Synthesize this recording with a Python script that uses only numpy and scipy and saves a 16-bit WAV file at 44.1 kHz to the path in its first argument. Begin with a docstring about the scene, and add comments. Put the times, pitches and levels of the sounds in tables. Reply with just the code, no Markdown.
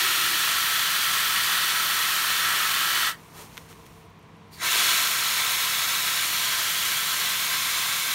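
"""Watering two seed trays

A hose nozzle showers an empty plastic seed tray, shuts, is carried to a second tray and opens again.
Thousands of drops a second drum on the thin plastic, splash in the water film and shed a fine fizz.
In the pause the nozzle dribbles and its trigger ticks. A fan hums in the room."""
import sys
import numpy as np
from scipy.fft import rfft, irfft, next_fast_len
from scipy.io import wavfile
from scipy.ndimage import uniform_filter1d, map_coordinates

SR = 44100
rng = np.random.default_rng(int(sys.argv[2]) if len(sys.argv) > 2 else 0)


def wav_record(signal):
    """Record a signal, one row per channel, as 16-bit PCM in the file named by sys.argv[1]."""
    frames = np.transpose(np.atleast_2d(signal))
    bounded = np.clip(frames, -1, 1)
    # unit amplitude maps onto the largest positive 16-bit level
    quanta = np.round(bounded * 32767).astype(np.int16)
    wavfile.write(sys.argv[1], SR, quanta)


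N = 358974

# trigger squeeze per tray: open t/s, shut t/s, drum/dB, drum drift/(dB/s), splash/dB, fizz/dB
SQUEEZES = [(-0.6, 3.105, -29, 0.55, -24.5, -29.5), (4.62, 9, -28, -1.05, -26.5, -30)]
# tray floor modes: f/Hz, width/Hz, relative level/dB
FIRST_TRAY_MODES = [(358, 72, -21.5), (715, 130, -18.5), (998, 49, -12), (1103, 51, -7), (1317, 53, 0.5),
                    (1664, 140, -6.5), (1906, 86, -3), (2236, 35, -3), (3060, 96, -9), (4630, 91, -12.5),
                    (8130, 160, -16)]
SECOND_TRAY_MODES = [(397, 170, -19.5), (690, 53, -9), (1038, 120, -4), (1328, 63, 1.5), (1579, 72, -0.5),
                     (1944, 296, -3.5), (2250, 97, 1.5), (2670, 44, -17), (3450, 140, -18),
                     (3950, 360, -9.5), (5530, 270, -9.5), (6420, 110, -7.5), (7220, 170, -8),
                     (9400, 220, -12)]
# spectra of drops bursting on the wet floors: f/Hz, relative level/dB
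FIRST_SPLASH_SPECTRUM = [(60, -38), (250, -38), (550, -28.5), (1100, -7.5), (2600, -2.5), (3400, 0.5),
                         (4300, -2.5), (5600, -6.5), (7200, -8), (9400, -7), (12000, -3.5), (15500, -4.5)]
SECOND_SPLASH_SPECTRUM = [(60, -40), (250, -24), (550, -22), (1100, -15), (2600, -2), (3400, 1.5),
                          (4300, -1.3), (5600, -5.5), (7200, -5.5), (9400, -6.5), (12000, -4.5),
                          (15500, -8)]
# bare floor per tray: covered by water t/s, boom/dB, rattle/dB
BARE_FLOORS = [(.28, -48, -34), (4.855, -51.5, -29)]
# fan blade tones: f/Hz, level/dB
FAN_TONES = [(96.9, -57.5), (129.2, -62.5), (161.5, -55), (208, -62), (290.7, -67)]
# fan housing modes: f/Hz, width/Hz, relative level/dB
FAN_HOUSING_MODES = [(453, 18, 2), (680, 60, -5), (1060, 110, -8)]
# spectra of fan air, dribble, fat drops, swing rumble, valve hiss: f/Hz, relative level/dB
FAN_AIR_SPECTRUM = [(20, -46), (35, -19), (58, -5.5), (110, -4), (200, -2), (290, -8.5), (450, -10),
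                    (570, -25), (1000, -7), (1350, -18), (2300, -18), (6000, -31), (15000, -44)]
DRIBBLE_SPECTRUM = [(250, -8), (450, 3), (600, -5), (1020, 0), (1400, -4.5), (2900, -7), (5000, -8.5),
                    (9350, -9.5), (15500, -14)]
DROP_SPECTRUM = [(300, -40), (700, -18), (1150, 1), (2750, -1.5), (3980, -3), (4680, -12), (5980, -7),
                 (8870, -18), (12800, -13), (15500, -24)]
SWING_SPECTRUM = [(18, -14), (35, -8), (85, 6), (130, -10), (260, -20), (600, -45)]
VALVE_SPECTRUM = [(800, -40), (1500, -19), (2100, -7), (2700, -12), (3700, -10), (4570, -4), (5300, -13),
                  (9000, -13), (15500, -16)]
# spurts shaken from the carried nozzle: t/s, half length/s, level/dB
SPURTS = [(3.405, 0.059, -42.5), (3.56, 0.081, -51), (3.71, .025, -49), (3.866, .01, -53)]
# last fat drops into the tray: t/s, relative level/dB
LAST_DROPS = [(3.5713, -27), (3.578, -22.5), (3.7284, -39), (3.8651, -39)]
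# trigger ticks: t/s, relative level/dB, f/Hz
TRIGGER_TICKS = [(4.053, -49, 10000), (4.1, -50, 13500), (4.1905, -50, 13000), (4.2255, -44, 8600),
                 (4.3675, -52, 11000), (4.481, -52, 11500)]
# hollows of the microphone port and the bench under it: f/Hz, width/Hz, level/dB
PORT_HOLLOWS = [(1210, 60, 0), (4920, 294, -4), (7820, 640, -3), (10400, 430, -6)]

OPENING_S, SHUTTING_S = 0.0099, 0.014
SPEED_UP_S, SLOW_JET_DB = .05, 6  # first water is slow, splashes less
SURGE_DELAY_S, SURGE_WIDTH_S = .235, 0.17  # pressure stored in the shut hose
SURGE_DRUM_DB, SURGE_SPLASH_DB, SURGE_FIZZ_DB = 1.5, 4, 1.5
DRY_DRUM_DB, WETTING_S = 1, 0.27  # dry floor drums louder
DRUM_FLOW_EXPONENT = .68  # weak flow still drums
SPLASH_CUSHION_DB_PER_S, FIZZ_CUSHION_DB_PER_S = 0.44, 0.37  # rising water softens both
COVERING_S, BOOM_LINGERS_S = .035, 0.18
TRICKLE_DB, TRICKLE_FADE_DB_PER_S = -54, 3
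EMPTY_AT_S, EMPTYING_S = 4.05, .035
CRACK_AT_S, CRACK_RISE_S, CRACK_HISS_DB = 4.522, 0.0064, -48.5


def amp(db):
    """Decibels to gain."""
    return 10 ** (np.asarray(db) / 20)


def unit(x):
    """Scale to rms 1."""
    return x / np.sqrt(np.mean(x ** 2) + 1e-20)


def rise(at_s, width_s):
    """Smooth step from 0 to 1, half way at at_s."""
    return .5 + .5 * np.tanh((np.arange(N) / SR - at_s) / (2 * width_s))


def swell(at_s, half_s):
    """Bell curve, peak 1."""
    return np.exp(-((np.arange(N) / SR - at_s) / half_s) ** 2)


def wobble(rate_hz):
    """Smooth random curve, rate_hz knots a second."""
    knots = rng.standard_normal(int(N * rate_hz / SR) + 4)
    return map_coordinates(knots, [np.arange(N) * rate_hz / SR])


def filtered(x, response):
    """Apply a complex frequency response."""
    size = next_fast_len(N + SR // 2)
    return irfft(rfft(x, size) * response(np.fft.rfftfreq(size, 1 / SR)), size)[..., :N]


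def coloured(x, spectrum):
    """Minimum-phase filter through (f/Hz, level/dB) points."""
    size = next_fast_len(N + SR // 2, real=True)
    hz, db = np.transpose(spectrum)
    gain = amp(np.interp(np.log(np.fft.rfftfreq(size, 1 / SR) + 1), np.log(hz), db))
    cepstrum = irfft(np.log(gain), size)
    cepstrum[1:size // 2] *= 2
    cepstrum[size // 2 + 1:] = 0
    return irfft(rfft(x, size) * np.exp(rfft(cepstrum)), size)[:N]


def ringing(x, modes):
    """Parallel resonators (f/Hz, width/Hz, level/dB), alternating in sign."""
    def response(f):
        return sum((-1) ** k * amp(db) * 1j * f * width / (hz * hz - f * f + 1j * f * width)
                   for k, (hz, width, db) in enumerate(modes))
    return filtered(x, response)


def impacts(per_s, spread_db=3):
    """Drops of random size at random times, rms 1."""
    lands = rng.random(N) < per_s / SR
    return unit(lands * amp(spread_db * rng.standard_normal(N)) * rng.choice([-1, 1], N))


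def flow(opens_s, shuts_s):
    """Share of full flow through the valve."""
    return rise(opens_s, OPENING_S) * (1 - rise(shuts_s, SHUTTING_S))


def jet_gains(opens_s, shuts_s, drum_db, drift_db_per_s, splash_db, fizz_db):
    """Drum, splash and fizz follow the flow: a surge, then slow drift as the tray fills."""
    filling_s = np.maximum(np.arange(N) / SR - opens_s, 0)
    surge = swell(opens_s + SURGE_DELAY_S, SURGE_WIDTH_S)
    water = flow(opens_s, shuts_s)
    fast_water = water * amp(-SLOW_JET_DB * np.exp(-filling_s / SPEED_UP_S))
    dry_db = DRY_DRUM_DB * np.exp(-filling_s / WETTING_S)
    drum = amp(drum_db + dry_db + SURGE_DRUM_DB * surge + drift_db_per_s * filling_s)
    splash = amp(splash_db + SURGE_SPLASH_DB * surge - SPLASH_CUSHION_DB_PER_S * filling_s)
    fizz = amp(fizz_db + SURGE_FIZZ_DB * surge - FIZZ_CUSHION_DB_PER_S * filling_s)
    return water ** DRUM_FLOW_EXPONENT * drum, fast_water * splash, fast_water * fizz


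def spray(squeeze, tray_modes, splash_spectrum, crossover_hz=9500):
    """Jets break into drops that ring the tray, splash and shed fizzing droplets."""
    drum_gain, splash_gain, fizz_gain = jet_gains(*squeeze)
    lowpass = lambda hz: 1 / np.sqrt(1 + (hz / crossover_hz) ** 8)
    highpass = lambda hz: np.sqrt(1 - lowpass(hz) ** 2)
    flutter = amp(0.26 * wobble(14) + 0.34 * wobble(90))  # uneven jet break-up
    drops = impacts(per_s=16000, spread_db=4) * flutter
    drum = unit(ringing(drops, tray_modes)) * amp(0.71 * wobble(11))  # sloshing loads the floor
    bursting = coloured(impacts(per_s=18000) * flutter, splash_spectrum)
    splash = unit(filtered(bursting, lowpass))
    droplets = coloured(impacts(per_s=14000, spread_db=4.5), splash_spectrum)
    fizz = unit(filtered(droplets, highpass)) * amp(0.3 * wobble(25))
    return drum_gain * drum + splash_gain * splash + fizz_gain * fizz


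def bare_floor(opens_s, shuts_s, covered_s, boom_db, rattle_db):
    """Nearly dry plastic booms and rattles until water covers it."""
    jets = flow(opens_s, shuts_s)
    boom_gain = amp(boom_db) * jets * (1 - rise(covered_s + BOOM_LINGERS_S, COVERING_S))
    fast_jets = jets * rise(opens_s + SPEED_UP_S, .02)  # only these hit hard enough to rattle
    rattle_gain = amp(rattle_db) * fast_jets * (1 - rise(covered_s, COVERING_S))
    boom_mode, rattle_mode = [(350, 140, 0)], [(3080, 1700, 0)]
    drops = impacts(per_s=12000, spread_db=6)
    boom = unit(ringing(ringing(drops, boom_mode), boom_mode))
    rattle = unit(ringing(ringing(drops, rattle_mode), rattle_mode))
    return boom_gain * boom + rattle_gain * rattle


def tray_walls(x, echo_db=-20, sway_s=.00004):
    """Weak wall echoes; their paths drift as the hand sways."""
    echoes = sum(map_coordinates(x, [np.arange(N) - SR * (delay_s + sway_s * wobble(1.18))])
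                 for delay_s in np.geomspace(.0007, .0034, num=4))
    return x + amp(echo_db) * echoes


def fan(whir_db=-58, air_db=-52):
    """Slightly unsteady blade tones, a whirring housing and a soft rush of air."""
    t = np.arange(N) / SR
    hum = sum(amp(db + wobble(5.8)) * np.sin(2 * np.pi * hz * t + 0.35 * wobble(6))
              for hz, db in FAN_TONES)
    whir = unit(ringing(rng.standard_normal(N), FAN_HOUSING_MODES))
    air = unit(coloured(rng.standard_normal(N), FAN_AIR_SPECTRUM))
    return hum + amp(whir_db) * whir + amp(air_db) * air


def dribble(spatter_t60_s=.025):
    """The shut nozzle head empties: a fading patter, spurts and a few fat drops."""
    shuts_s = SQUEEZES[0][1]
    since_shut_s = np.arange(N) / SR - shuts_s
    draining = rise(shuts_s, SHUTTING_S) * (1 - rise(EMPTY_AT_S, EMPTYING_S))
    trickle = amp(TRICKLE_DB - TRICKLE_FADE_DB_PER_S * since_shut_s) * draining
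    spurt_power = sum((amp(db) * swell(at_s, half_s)) ** 2 for at_s, half_s, db in SPURTS)
    patter = unit(coloured(impacts(per_s=11000), DRIBBLE_SPECTRUM))
    t = np.arange(SR // 20) / SR
    slaps = np.zeros(N)
    for at_s, db in LAST_DROPS:
        spatter = 0.083 * rng.standard_normal(len(t)) * amp(-60 * t / spatter_t60_s)
        slaps[round(at_s * SR):][:len(t)] += amp(db) * ((t == 0) + spatter)
    return np.sqrt(trickle ** 2 + spurt_power) * patter + amp(17.5) * coloured(slaps, DROP_SPECTRUM)


def swing(at_s=3.7, half_s=.4, level_db=-56.5):
    """Soft handling rumble as the hose swings to the second tray."""
    rumble = unit(coloured(rng.standard_normal(N), SWING_SPECTRUM))
    return amp(level_db) * swell(at_s, half_s) * rumble


def trigger(t60_s=.035):
    """The plastic trigger ticks under the hand."""
    t = np.arange(SR // 20) / SR
    ticks = np.zeros(N)
    for at_s, db, hz in TRIGGER_TICKS:
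        grain = unit(uniform_filter1d(rng.standard_normal(len(t)), size=12))
        envelope = amp(db - 12 - 60 * t / t60_s)
        ticks[round(at_s * SR):][:len(t)] += envelope * grain * np.sin(2 * np.pi * hz * t)
    return ticks


def valve(whistle_hz=4640, whistle_db=-46):
    """Water squeezes through as the valve cracks open: a hiss and a brief whistle."""
    barely_open = rise(CRACK_AT_S, CRACK_RISE_S) * (1 - rise(SQUEEZES[1][0], OPENING_S))
    hiss = barely_open * unit(coloured(rng.standard_normal(N), VALVE_SPECTRUM))
    whistle = swell(4.538, 0.0097) * unit(ringing(rng.standard_normal(N), [(whistle_hz, 120, 0)]))
    return amp(CRACK_HISS_DB) * hiss + amp(whistle_db) * whistle


def scene():
    """All sources close and centred."""
    first = spray(SQUEEZES[0], FIRST_TRAY_MODES, FIRST_SPLASH_SPECTRUM)
    second = spray(SQUEEZES[1], SECOND_TRAY_MODES, SECOND_SPLASH_SPECTRUM)
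    bare = sum(bare_floor(*squeeze[:2], *floor) for squeeze, floor in zip(SQUEEZES, BARE_FLOORS))
    mid = tray_walls(first + second + bare) + fan() + dribble() + swing() + trigger() + valve()
    return np.array([mid, mid])


def record(dry, top_hz=15750):
    """Port and bench hollows notch the treble; a steep low-pass ends the band."""
    def response(f):
        port_db = sum(db / (1 + (2 * (f - hz) / width) ** 2) for hz, width, db in PORT_HOLLOWS)
        return amp(port_db) / np.sqrt(1 + (f / top_hz) ** 600)
    return filtered(dry, response)


dry = scene()
out = record(dry)
wav_record(out)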